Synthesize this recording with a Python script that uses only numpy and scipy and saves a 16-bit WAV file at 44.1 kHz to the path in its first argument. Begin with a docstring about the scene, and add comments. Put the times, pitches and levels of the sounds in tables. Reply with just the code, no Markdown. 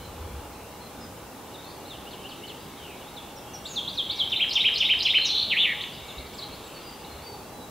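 """First we hear the low rush of a forest, a short faint hum, hiss, thin whistles, a haze of birdsong and
small handling thumps. Then songbirds chip, whistle and sweep; the trunks scatter notes into a soft tail.
A chaffinch on a dead branch sings one phrase: slurs that swell, a trill that sinks a little with each
repeat, and a buzzing flourish. Birds are gliding, nearly pure tones; rush, haze and hiss are shaped noise."""
import sys
import numpy as np
from scipy import signal
from scipy.fft import rfft, irfft, next_fast_len
from scipy.io import wavfile
from scipy.ndimage import uniform_filter1d, map_coordinates

SR = 44100
rng = np.random.default_rng(int(sys.argv[2]) if len(sys.argv) > 2 else 0)


def output_pcm(signal):
    """Save a mono or channel-first signal as 16-bit PCM at the path in sys.argv[1].

    Samples are clipped to [-1, 1] before scaling.
    """
    pcm = np.clip(np.atleast_2d(signal).T, -1, 1) * 32767
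    wavfile.write(sys.argv[1], SR, np.round(pcm).astype(np.int16))


N = 339570  # length in samples


def amp(db):
    """Turn decibels into a gain."""
    return 10 ** (np.asarray(db) / 20)


def unit(x):
    """Scale a sound to an average strength (rms) of 1."""
    return x / np.sqrt(np.mean(x ** 2) + 1e-20)


def along(points, hz):
    """Read (f/Hz, value) points at any pitch, evenly by ratio as the ear hears it."""
    f, values = np.transpose(points)
    return np.interp(np.log(hz + 1), np.log(f), values)


def curve(rows):
    """Turn (t/s, value) rows into one value per sample."""
    return np.interp(np.arange(N) / SR, *np.transpose(rows))


def wobble(rate, size):
    """A smooth random curve with `rate` random points a second."""
    knots = rng.standard_normal(int(size * rate / SR) + 4)
    return map_coordinates(knots, [np.arange(size) * rate / SR])


def filtered(x, response):
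    """Strengthen, weaken or delay each frequency of x by response(hz)."""
    m = next_fast_len(N + SR // 4)  # spare room, so that delayed sound does not wrap to the start
    hz = np.fft.rfftfreq(m, 1 / SR)
    return irfft(rfft(x, m) * response(hz), m)[..., :N]


def noise(spectrum):
    """Random noise of rms 1, coloured by (f/Hz, level/dB) points."""
    return unit(filtered(rng.standard_normal(N), lambda hz: amp(along(spectrum, hz))))


def wide_noise(spectrum, width):
    """Stereo noise: a shared middle, plus a second noise with opposite sign left and right."""
    mid = noise(spectrum)
    side = filtered(noise(spectrum), lambda hz: amp(along(width, hz)))
    return np.array([mid + side, mid - side])


def patches(x, patchy_db):
    """Narrow bands of a steady noise drift up and down in level by random amounts."""
    z = signal.stft(x, nperseg=1024)[2]
    field = rng.standard_normal(z.shape[-2:])
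    field = uniform_filter1d(field, size=4, axis=0)  # smooth over pitch
    field = uniform_filter1d(field, size=10, axis=1)  # smooth over time
    return signal.istft(z * amp(patchy_db * unit(field)), nperseg=1024)[1][..., :N]


# Colour of the forest's rush: (f/Hz, level/dB)
RUSH_COLOUR = [(20, -18), (35, -11.5), (65, -2), (120, -2.5), (250, -2.5), (480, -3.3), (690, -7),
               (770, -6), (825, -.5), (885, -6.5), (1200, -9.7), (1700, -16.5), (2500, -23), (5000, -30.5),
               (15000, -41)]
# How wide the rush spreads: (f/Hz, side-minus-middle level/dB)
RUSH_WIDTH = [(40, -46), (90, -38), (180, -14.5), (350, -12.5), (1400, -10.5), (3000, -9)]


def air(hum_hz=495, hum_db=-53, octave_db=-9, hum_hold_s=.42, hum_fall_db_per_s=120):
    """The forest's rush is patchy noise; a faint wavering tone and its octave hum at first, then die away."""
    rush = unit(patches(wide_noise(RUSH_COLOUR, RUSH_WIDTH), patchy_db=1.16))
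    phase = 2 * np.pi * np.cumsum(hum_hz * (1 + .012 * wobble(40, N))) / SR
    level_db = hum_db - hum_fall_db_per_s * np.maximum(np.arange(N) / SR - hum_hold_s, 0)
    hum = np.sin(phase) + amp(octave_db) * np.sin(2 * phase)
    return amp(-43.0) * rush + np.sqrt(2) * amp(level_db) * hum


# Strength of the haze of birdsong, swelling with the finch's lingering echo: (t/s, level/dB)
HAZE_LEVEL = [(0, -54), (1.5, -56.5), (2.4, -51.5), (3.4, -54), (4.2, -47.5), (6.1, -48), (7.1, -51),
              (7.7, -60)]
# Its colour: (f/Hz, level/dB)
HAZE_COLOUR = [(1700, -22), (2050, -7), (2300, -2), (2500, -4.5), (2780, 1), (3080, -4), (3500, -3),
               (3950, -4), (4400, -11), (5200, -24.5)]


def song_haze():
    """A blurred haze of birdsong in drifting patches of pitch, swelling with the finch's lingering echo."""
    return amp(curve(HAZE_LEVEL)) * unit(patches(noise(HAZE_COLOUR), patchy_db=3.5))


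# Nudges of the hands on the camera: (t/s, peak level/dB)
HAND_NUDGES = [(.03, -39), (.23, -42.5), (.37, -44), (6.19, -46), (7.15, -48.5)]
# Colour of the camera body's rumble: (f/Hz, level/dB)
RUMBLE_COLOUR = [(25, -30), (50, -14), (63, -7), (77, -2), (92, -14), (160, -24), (400, -70)]
# Colour of the hiss: (f/Hz, level/dB)
HISS_COLOUR = [(200, -15), (2000, -8.5), (5000, 2), (8000, 0.5), (15500, -1)]
# How wide the hiss spreads: (f/Hz, side-minus-middle level/dB)
HISS_SPREAD = [(2500, 7), (4500, -1.5), (7000, -0.5)]


def camera(whine_hz=15106, whine_db=-74, hiss_db=-53.0, rise_db_per_s=200, fall_db_per_s=60):
    """Each nudge makes the body rumble briefly; under it, amplifier hiss and a thin electronic whine."""
    t = np.arange(N) / SR
    handling = np.zeros(N)
    for s, db in HAND_NUDGES:
        below_peak_db = np.maximum(rise_db_per_s * (s - t), fall_db_per_s * (t - s))
        handling += amp(db - below_peak_db)
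    hiss = amp(hiss_db) * wide_noise(HISS_COLOUR, HISS_SPREAD)
    whine = np.sqrt(2) * amp(whine_db) * np.sin(2 * np.pi * whine_hz * t)
    return handling * noise(RUMBLE_COLOUR) + hiss + whine


def add(track, s, sound):
    """Mix a sound into a track at time s, in seconds."""
    part = track[max(round(s * SR), 0):][:len(sound)]
    part += sound[:len(part)]  # this also changes the track


def syrinx(hz, db, jitter=0.0081, overtone_db=-41.5, edge_s=0.0015):
    """The bird's voice organ: a nearly pure whistle, slightly unsteady in pitch, with a weak octave."""
    n = len(hz)
    phase = 2 * np.pi * np.cumsum(hz * (1 + jitter * wobble(413, n))) / SR
    samples_from_end = np.minimum(np.arange(n), np.arange(n)[::-1])
    gate = np.sin(np.clip(samples_from_end / (edge_s * SR), 0, 1) * np.pi / 2) ** 2  # soft start and stop
    return np.sqrt(2) * amp(db) * gate * (np.sin(phase) + amp(overtone_db) * np.sin(2 * phase))


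def glides(notes, bend, jitter, flicker_db, ends_db=-8):
    """Notes (t/s, length/s, start f/Hz, end f/Hz, level/dB) swell and fade; bend above 1 flattens their low end."""
    song = np.zeros(N)
    for s, length, start_hz, end_hz, db in notes:
        u = np.linspace(0, 1, int(length * SR))  # progress through the note
        height = u if end_hz > start_hz else 1 - u
        hz = min(start_hz, end_hz) + abs(end_hz - start_hz) * height ** bend
        swell_db = ends_db * (2 * u - 1) ** 2 + flicker_db * wobble(95, len(u))
        add(song, s, syrinx(hz, db + swell_db, jitter=jitter))
    return song


# All levels in the next four tables are before the final mix.
# Thin held whistles that sag a little: (t/s, length/s, start f/Hz, level/dB)
HELD_WHISTLES = [(.01, .086, 4150, -52.5), (.8, .08, 4200, -52), (1.005, .056, 5160, -49),
                 (6.79, .165, 4900, -49.5), (7.08, .11, 4230, -53), (7.23, .127, 4660, -47),
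                 (7.53, .16, 4000, -55)]
# Chips, one quick fall in pitch each: (t/s, start f/Hz, level/dB)
QUICK_CHIPS = [(1.534, 4320, -47.5), (3.164, 4120, -39), (3.358, 6150, -47.5), (3.533, 6250, -40),
               (6.08, 4280, -44)]
# Sweeps, with one short loud rise at 5.248 s from the finch's own second voice:
# (t/s, length/s, start f/Hz, end f/Hz, level/dB)
SINGLE_SWEEPS = [ (1.853, .017, 3830, 4280, -49), (1.88, .085, 4450, 2880, -43.5),
                 (4.298, .005, 4700, 6600, -44), (4.306, .004, 6300, 4660, -41),
                 (5.058, .025, 3950, 4170, -27), (5.17, .03, 4000, 4450, -32),
                 (5.21, .038, 4000, 4400, -29), (5.248, .016, 3720, 3960, -22.5),
                 (6.18, .014, 3650, 4650, -38), (6.263, .009, 3600, 5000, -42),
                 (6.327, .044, 6100, 3100, -49), (6.379, .036, 5400, 3400, -41),
                 (6.414, .032, 3550, 4750, -37.5), (6.508, .053, 3730, 5180, -49.5),
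                 (6.664, .014, 4450, 3350, -47), (6.744, .039, 4600, 4370, -46.5),
                 (7.045, .008, 3600, 4500, -42), (7.205, .035, 4250, 4750, -54), ]
# An up-down motif: (t/s into the motif, length/s, start f/Hz, end f/Hz, level/dB at its first playing)
UP_DOWN_MOTIF = [(0, .036, 2650, 3330, -46), (.05, .05, 4900, 2560, -46)]


def whistles_chips_and_sweeps(count=3):
    """Gliding tones of birds in nearby trees, a motif that grows louder, and one note of the finch's second voice."""
    whistle_sag = .045  # share of the pitch lost
    chip_s, chip_fall_hz = .031, 820
    motif_start_s, motif_period_s, motif_growth_db = 2.056, .183, 1.5
    held = [(s, length, hz, hz * (1 - whistle_sag), db) for s, length, hz, db in HELD_WHISTLES]
    chips = [(s, chip_s, hz, hz - chip_fall_hz, db) for s, hz, db in QUICK_CHIPS]
    motifs = []
    for k in range(count):
        for s, length, start_hz, end_hz, db in UP_DOWN_MOTIF:
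            start_s = motif_start_s + k * motif_period_s + s
            motifs.append((start_s, length, start_hz, end_hz, db + k * motif_growth_db))
    return (glides(chips, bend=1.7, jitter=.008, flicker_db=2)
            + glides(motifs + SINGLE_SWEEPS, bend=1.4, jitter=.0086, flicker_db=2.5)
            + glides(held, bend=.7, jitter=.004, flicker_db=2))


# Reflections from the limbs: (delay t/s, level/dB before the final mix)
LIMB_ECHOES = [(.0031, -22.5), (.0067, -20), (.0091, -13), (.0133, -13.5), (.0203, -16), (.0368, -17.5)]


def branches(x):
    """Weak early copies from the limbs around the perch, each a little late."""
    return filtered(x, lambda hz: sum(amp(db) * np.exp(-2j * np.pi * hz * s) for s, db in LIMB_ECHOES))


# How long the wood's echo lasts: (f/Hz, t/s to fall by 60 dB)
ECHO_TIMES = [(1500, .6), (2400, 0.71), (3500, 1.0), (5000, 0.7), (7000, 0.51)]


def forest(x, build_s, side_db=-24):
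    """Scatter from many trunks: a tail of noise that builds up, then dies at its own speed at each pitch."""
    hz, t, z = signal.stft(rng.standard_normal((2, SR)), SR, nperseg=256)
    decay = amp(-60 * t / along(ECHO_TIMES, hz)[:, None])
    tail = signal.istft(z * decay, SR, nperseg=256)[1]
    tail = tail * (1 - np.exp(-np.arange(tail.shape[1]) / SR / build_s))
    tail = tail / np.linalg.norm(tail[0])
    mid, side = signal.fftconvolve(x[None], tail, axes=1)[:, :N]
    return np.array([mid + amp(side_db) * side, mid - amp(side_db) * side])


# Notes from deep in the trees: (t/s, length/s, start f/Hz, end f/Hz, level/dB before the final mix)
DEEP_NOTES = [ (1.578, .035, 3680, 3820, -45), (1.63, .1, 4000, 4850, -52.5), (2.59, .038, 4700, 5130, -53),
              (2.77, .19, 3400, 2200, -48.5), (3.0, .1, 2850, 3850, -51.5), (3.64, .14, 7800, 5750, -45.5),
              (5.815, .02, 5600, 8400, -51), (5.925, .035, 4600, 5050, -49), ]


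def far_birds(count=3):
    """Unsteady notes from deep in the wood, and a twitter of high falling notes, unevenly pitched."""
    start_s, period_s, length_s, level_db = 6.03, .295, .07, -56
    fall = .22  # share of the pitch lost
    pitches = 8400 * np.exp(.03 * rng.standard_normal(count))  # Hz
    twitter = [(start_s + k * period_s, length_s, hz, hz * (1 - fall), level_db)
               for k, hz in enumerate(pitches)]
    return glides(DEEP_NOTES + twitter, bend=1, jitter=.0295, flicker_db=3.5)


def gesture(rows, stretch=1):
    """Turn (t/s, value, ...) rows into smooth curves: muscles round off the corners."""
    s, *cols = np.transpose(rows)
    s = np.maximum.accumulate(s - s[0]) * stretch
    t = np.arange(int(s[-1] * SR)) / SR
    return [uniform_filter1d(np.interp(t, s, c), size=130, mode="nearest") for c in cols]


def trembling(hz, db, depth, rate, pulsing_db, uneven_db):
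    """A fast flutter of the syrinx swings pitch and strength, each cycle a little different."""
    n = len(hz)
    uneven_rate = rate * (1 + .018 * uneven_db * wobble(90, n))
    warble = np.sin(2 * np.pi * np.cumsum(uneven_rate) / SR)
    flutter_db = pulsing_db * warble + uneven_db * wobble(171.5, n)
    flutter = unit(amp(np.minimum(depth / 400, 1) * flutter_db))  # only warbled stretches pulse
    return flutter * syrinx(hz + depth * warble, db)


# Runs of one syllable: (t/s, syllable, repeats, period t/s, level/dB before the final mix,
# growth/dB per repeat, pitch factor, length factor)
SYLLABLE_RUNS = [ (3.647, "rise", 3, .2215, -32.3, 5.1, 1.005, .95),
                 (3.723, "slur", 3, .2165, -25.3, 2.6, .985, .99),
                 (4.318, "dip", 1, 0, -22.7, 0, 1.06, .86), (4.393, "arch", 1, 0, -21, 0, 1.056, .96),
                 (4.492, "spike", 3, .2485, -27, 1.4, 1.015, 1),
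                 (4.554, "dip", 3, .2485, -19.2, .2, 1.035, .99),
                 (4.637, "arch", 3, .249, -18.2, 0, 1.046, .98), ]
# Shape of each syllable before its run's factors: (t/s from its start, f/Hz, level/dB relative to its run)
SYLLABLE_SHAPES = { "rise": [(0, 3020, -18), (.006, 3243, -12), (.011, 3580, .5), (.023, 4300, -7),
                   (.036, 5000, -17)], "slur": [(0, 6600, -31), (.032, 4700, -24), (.038, 4300, -8),
                   (.05, 3690, -2), (.065, 3350, -.5), (.08, 3200, -12)], "spike": [(0, 5270, -7),
                   (.012, 4680, -12.5), (.021, 3926, 3), (.029, 4320, -9.5), (.044, 5400, -.5),
                   (.048, 7240, -22), (.053, 4870, -1)], "dip": [(0, 3600, -6), (.005, 3438, 0),
                   (.015, 2855, .3), (.032, 2400, -9.5), (.044, 2748, -10.5), (.054, 3430, 1),
                   (.062, 3790, -3.5), (.068, 3870, -10)], "arch": [(0, 1840, -20.5), (.012, 2346, -2),
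                   (.023, 2953, 0), (.032, 3140, .5), (.042, 2900, 1.5), (.051, 2190, -11),
                   (.057, 1351, -17.5)], }
# Pitch swing at the middle of each syllable: (name: swing f/Hz)
SYLLABLE_WARBLE = {"rise": 90, "slur": 50, "spike": 280, "dip": 440, "arch": 30}
# The closing flourish, one table a note: (t/s, f/Hz, level/dB before the final mix)
FLOURISH_NOTES = [
    [(5.247, 6300, -45), (5.258, 5800, -32), (5.272, 5400, -31), (5.286, 4850, -36)],
    [(5.288, 3750, -25.5), (5.33, 3770, -23.3), (5.36, 3720, -27), (5.41, 3850, -24), (5.45, 3950, -31.5)],
    [(5.497, 3480, -29), (5.513, 3100, -21), (5.535, 2154, -23), (5.556, 1947, -31), (5.572, 2470, -22),
     (5.586, 3030, -21), (5.61, 3290, -18), (5.635, 3250, -20.5), (5.651, 2745, -19), (5.667, 2135, -26),
     (5.728, 2014, -29), (5.742, 1740, -41)],
    [(5.803, 2530, -41), (5.809, 3160, -29.5), (5.83, 4100, -43), (5.838, 3420, -27), (5.843, 1900, -32)],
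]
# How unevenly each note of the flourish pulses: (level/dB)
FLOURISH_RASP = [4, 5, 2, 2.5]
# Low notes flutter more slowly: (f/Hz of the note, warbles per second)
FLUTTER_RATE = [(2000, 112), (2500, 162), (3300, 173), (5500, 185)]


def finch(warble_rate=165):
    """Runs of repeated syllables, then notes whose fast pitch warble makes them buzz."""
    pitch_loss, length_loss = .019, .018  # each repeat is lower and shorter by these shares
    buzz_depth = .116  # swing of the flourish, as a share of the pitch
    song = np.zeros(N)
    for s, name, repeats, period, db, growth_db, pitch, stretch in SYLLABLE_RUNS:
        for k in range(round(repeats)):
            hz, shape_db = gesture(SYLLABLE_SHAPES[name], stretch * (1 - length_loss * k))
            hz = hz * pitch * (1 - pitch_loss * k)
            level_db = db + growth_db * k + shape_db
            depth = SYLLABLE_WARBLE[name] * np.hanning(len(hz))
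            note = trembling(hz, level_db, depth, warble_rate, pulsing_db=3, uneven_db=1.8)
            add(song, s + k * period, note)
    for rows, rasp_db in zip(FLOURISH_NOTES, FLOURISH_RASP):
        hz, db = gesture(rows)
        rate = along(FLUTTER_RATE, hz)
        note = trembling(hz, db, buzz_depth * hz, rate, pulsing_db=3, uneven_db=rasp_db)
        add(song, rows[0][0], note)
    return song


# The beak swings towards the camera, away from the trees: (t/s, level/dB of the song sent to the echoes)
BEAK_TURN = [(5.4, 2), (5.6, -2.5), (5.8, -1)]


def scene():
    """Birdsong over the forest's rush; each layer of notes has its own mix of direct sound and echo."""
    song, around, far = finch(), whistles_chips_and_sweeps(), far_birds()
    outward = song * amp(curve(BEAK_TURN))  # the part of the song that goes out into the trees
    near = amp(-1.1) * song + branches(outward) + amp(-8.8) * forest(outward, build_s=.009, side_db=-60)
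    middle = amp(-1.6) * around + amp(-.5) * branches(around) + amp(-8) * forest(around, build_s=.0057)
    distant = amp(-3.5) * far + amp(-3) * forest(far, build_s=.004)
    return near + middle + distant + song_haze() + air() + camera()


def record(dry, top_hz=15750):
    """The camera keeps nothing from its band limit upwards."""
    return filtered(dry, lambda hz: hz < top_hz)


dry = scene()
out = record(dry)
output_pcm(out)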